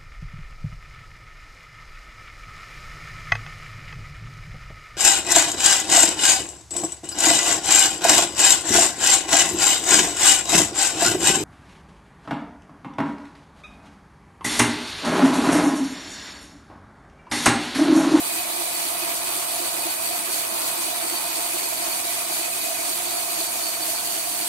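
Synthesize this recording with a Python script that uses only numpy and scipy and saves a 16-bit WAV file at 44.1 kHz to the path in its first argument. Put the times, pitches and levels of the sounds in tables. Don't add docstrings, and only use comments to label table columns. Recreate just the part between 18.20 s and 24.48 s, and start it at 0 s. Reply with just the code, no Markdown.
import sys
import numpy as np
from scipy import signal
from scipy.fft import rfft, irfft, next_fast_len
from scipy.io import wavfile
from scipy.ndimage import map_coordinates

SR = 44100
rng = np.random.default_rng(int(sys.argv[2]) if len(sys.argv) > 2 else 0)


def wrap_up_sound(samples):
    columns = np.atleast_2d(samples).T
    tamed = np.clip(columns, -1, 1)
    steps = np.round(tamed * 32767).astype(np.int16)
    wavfile.write(sys.argv[1], SR, steps)


N = 276948

LAPS_PER_S, HUM_PAIRS_PER_S = 3.95, 3.968
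TOOTH_HZ, THROB_HZ, TOP_HZ = 500.3, 43.95, 15760

# (frequency [Hz], relative density [dB per Hz])
RUMBLE_SPECTRUM = [(10, -17), (30, -7), (60, -5), (100, -0.5), (160, -0.5), (230, 2.5), (430, 0),
                   (800, -13), (2000, -32)]
# (centre [Hz], width parameter [Hz], relative peak density [dB])
DRONE_MODES = [(651, 45, -4), (694.4, 73, 2)]
HUM_MODES = [(339.6, 67, 0)]
# (centre [share of cycle], width at half height [cycles], height [dB])
HUM_SWELLS = [(.3, 0.15, 7.5), (.635, 0.19, 9)]
# (frequency [Hz], relative density [dB per Hz])
WOOD_SPECTRUM = [(300, -33), (500, -6.5), (780, -7.5), (880, 0.5), (1050, -1), (1300, -4.5), (1700, -12),
                 (3000, -33.5)]
# (time [s], relative level [dB])
RASP_LEVEL = [(0, -0.2), (0.45, -0.3), (0.85, 1.5), (1.55, 1.4), (1.9, -0.5), (2.4, 1.9), (3.3, 0.3),
              (4, -0.5), (5.55, -0.4), (6.28, -1.7)]
# (multiple [-], rms level before fading [dB])
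TOOTH_OVERTONES = [(3, -58), (5, -66), (6, -59), (8, -60), (9, -52.5)]
# (centre [Hz], width parameter [Hz], relative peak density [dB])
WHISTLE_MODES = [(4416, 115, 4.5), (4488, 67, 9), (4710, 110, -0.5)]
MIDDLE_MODES = [(1982, 53, -4), (2220, 180, -6.5), (2340, 112, -1.5), (2506, 97, 2), (2966, 21, -2.5),
                (3464, 100, -5.5), (3910, 180, -3.5)]
SHIMMER_MODES = [(8000, 130, -5.5), (8470, 150, 0), (9590, 300, -3), (10050, 120, 1.5), (11460, 120, -6),
                 (12870, 170, -2), (14500, 260, -7)]
# (frequency [Hz], left minus right [dB])
SHIMMER_SIDE = [(9900, -8), (11000, -1), (13000, 3)]
# (time [s], relative level [dB])
WHISTLE_LEVEL = [(0, -2), (2.2, -0.2), (3.25, 1), (3.75, 0.5), (4.45, 0.3), (4.8, 0.5), (5.4, 3.5),
                 (6.28, 0.5)]
MIDDLE_LEVEL = [(0, 0.5), (0.25, 2.1), (1.85, -0.6), (2.85, 1.1), (4.95, 0.6), (6.28, -4.5)]
# (time [s], level before bite and panning [dB])
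DUST_LEVEL = [(0, -54), (2, -49), (3.5, -39.5), (5.4, -38), (6.28, -43)]
# (frequency [Hz], relative density [dB per Hz])
HISS_SPECTRUM = [(900, -34), (1700, -7.5), (2900, -5), (4000, -5.5), (4900, -5), (5300, -7.5), (6800, -4.5),
                 (7800, -4), (8150, 0.5), (9900, -2.5), (10500, -2.5), (13000, -4), (14000, -5),
                 (15700, -9.5)]
# (frequency [Hz], left minus right [dB])
HISS_SIDE = [(3500, -0.7), (5500, -2), (7750, -3), (8200, -2), (9850, -5.5), (10350, 1), (12500, -2.5),
             (15000, 1)]
# (centre time [s], width at half height [s], added bite [dB])
HARD_WOOD_GRABS = [(0.62, .1, 0.5), (2.153, 0.072, 2), (2.483, 0.034, 2.7), (4.174, 0.06, 1.5),
                   (5.702, .05, 1.9)]


def amp(db):
    return np.exp(np.asarray(db) * (np.log(10) / 20))


def unit(x):
    return x / np.sqrt(np.mean(x ** 2) + 1e-20)


def along(points, hz):
    point_hz, values = np.transpose(points)
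    return np.interp(np.log(hz + 1), np.log(point_hz + 1), values)


def clock():
    return np.arange(N) / SR


def curve(rows):
    return np.interp(clock(), *np.transpose(rows))


def wobble(rate):
    count = int(N * rate / SR) + 4
    at = np.arange(0, count, 1 / 8)
    smooth = map_coordinates(rng.standard_normal(count), [at])
    return np.interp(clock() * rate, at, smooth)


def bump(distance, width):
    return np.exp(-np.log(2) * (2 * distance / width) ** 2)


def recurring(per_s, at, width):
    distance = (clock() * per_s - at + .5) % 1 - .5
    return bump(distance, width)


def filtered(x, response):
    size = next_fast_len(N + 8192)
    hz = np.fft.rfftfreq(size, 1 / SR)
    return irfft(rfft(x, size) * response(hz), size)[..., :N]


def white():
    return rng.standard_normal((2, N))


def pan(side_db):
    return amp(np.vstack([side_db, -side_db]) / 2)


def ringing(modes):
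    size = next_fast_len(N)
    hz = np.fft.rfftfreq(size, 1 / SR)
    power = sum(amp(db) ** 2 / (1 + ((hz - centre) / width) ** 2 * 2) ** 3
                for centre, width, db in modes)
    blows = rng.standard_normal((2, 2 * len(hz))).view(complex)
    return unit(irfft(blows * np.sqrt(power), size)[:, :N])


def patchy(x, depth_db, span_hz, life_s):
    hz, t, spectrum = signal.stft(x, SR, nperseg=256)
    knots = rng.standard_normal((256, 1024))
    places = np.meshgrid(hz / span_hz, t / life_s, indexing="ij")
    field = map_coordinates(knots, places, mode="mirror")
    _, shaped = signal.istft(spectrum * amp(depth_db * field), SR, nperseg=256)
    return unit(shaped[:, :N])


def drive(level_db):
    rumble = filtered(white(), lambda hz: amp(along(RUMBLE_SPECTRUM, hz)))
    return amp(level_db) * unit(rumble) * pan(-3.0)


def frame(drone_db, hum_db, throb_db):
    throb = np.cos(2 * np.pi * (THROB_HZ * clock() - .17))
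    drone = ringing(DRONE_MODES) * amp(drone_db + throb_db * throb + 0.98 * wobble(25)) * pan(-5.5)
    hum = ringing(HUM_MODES) * amp(hum_db) * pan(-7.0)
    return drone + hum


def hum_swells():
    swell_db = sum(db * recurring(HUM_PAIRS_PER_S, at, width) for at, width, db in HUM_SWELLS)
    return swell_db - swell_db.mean()


def log_rasp(level_db):
    rasp = filtered(white(), lambda hz: amp(along(WOOD_SPECTRUM, hz)))
    rasp = patchy(rasp, depth_db=1.17, span_hz=245, life_s=.09)
    return rasp * amp(level_db + 1.35 * wobble(150)) * pan(-1.8)


def tooth_tone(drift, fade_db, wander):
    turns = np.cumsum(TOOTH_HZ * (1 + drift * wobble(13))) / SR

    def tone(multiple):
        phase = multiple * turns + rng.random() + wander * wobble(8)
        return np.sqrt(2) * np.sin(2 * np.pi * phase) * amp(fade_db * wobble(10))

    return sum(amp(db) * np.array([tone(multiple), tone(multiple)])
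               for multiple, db in TOOTH_OVERTONES)


def band(whistle_db, middle_db, shimmer_db, flicker_db):
    whistle = ringing(WHISTLE_MODES) * amp(whistle_db + flicker_db * wobble(40)) * pan(-0.6)

    def flare(centre, width, db, depth_db, rate):
        return ringing([(centre, width, 0)]) * np.sqrt(width) * amp(db + depth_db * wobble(rate))

    middle = sum(flare(*mode, depth_db=3.05, rate=36) for mode in MIDDLE_MODES)
    shimmer = sum(flare(*mode, depth_db=1.6, rate=30) * pan(along(SHIMMER_SIDE, mode[0]))
                  for mode in SHIMMER_MODES)
    return whistle + unit(middle) * amp(middle_db) * pan(-0.8) + unit(shimmer) * amp(shimmer_db)


def dust_jet(centre_hz, width_hz):
    return ringing([(centre_hz, width_hz, 0)]) * amp(curve(DUST_LEVEL)) * pan(-2.4)


def lap_bite():
    ripple = np.cos(2 * np.pi * 3 * (clock() * LAPS_PER_S - .17))
    slack = recurring(LAPS_PER_S, at=0.042, width=0.28)
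    uneven_db = 0.15 * ripple - 1.3 * slack
    tough = bump(clock() - 1.9, width=0.42)
    return (uneven_db - uneven_db.mean()) * (1 + 0.83 * tough)


def grabs():
    return sum(db * bump(clock() - s, length) for s, length, db in HARD_WOOD_GRABS)


def hiss(bite_db, level_db, echo, flutter_db, flutter_hz, chip_rate, chip_size):
    chips = (rng.random((2, N)) < chip_rate / SR) * np.sign(white()) * chip_size
    flutter = unit(filtered(rng.standard_normal(N),
                            lambda hz: np.exp(-(2 * (hz / flutter_hz - 1)) ** 2)))

    def response(hz):
        comb = 1 + echo * np.exp(-2j * np.pi * hz / TOOTH_HZ)
        return amp(along(HISS_SPECTRUM, hz)) * comb * pan(along(HISS_SIDE, hz))

    scrape = filtered(white() + chips, response)
    scrape = patchy(scrape, depth_db=1.3, span_hz=1180, life_s=.025)
    return scrape * amp(level_db + bite_db + flutter_db * flutter)


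def scene():
    lap_db, t = lap_bite(), clock()
    bite_db = lap_db + grabs() + 0.51 * wobble(36)
    rumble = drive(level_db=-48.5)
    machine = frame(drone_db=0.14 * t + 0.23 * lap_db - 38.5,
                    hum_db=hum_swells() - 0.36 * t - 44.5, throb_db=2.5)
    wood = log_rasp(curve(RASP_LEVEL) + 0.35 * lap_db - 38.0)
    teeth = tooth_tone(drift=0.00146, fade_db=4.0, wander=0.22)
    steel = band(whistle_db=curve(WHISTLE_LEVEL) + 2.6 * lap_db - 39.5,
                 middle_db=curve(MIDDLE_LEVEL) + 0.33 * lap_db - 39.5,
                 shimmer_db=0.68 * bite_db - 33.5, flicker_db=2.1)
    dust = dust_jet(centre_hz=6920, width_hz=2600) * amp(bite_db)
    cutting = hiss(bite_db, level_db=-27.0, echo=0.078, flutter_db=0.8, flutter_hz=103,
                   chip_rate=130, chip_size=4.9)
    return rumble + machine + wood + teeth + steel + dust + cutting


def record(dry):
    return filtered(dry, lambda hz: hz < TOP_HZ)


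dry = scene()
out = record(dry)
wrap_up_sound(out)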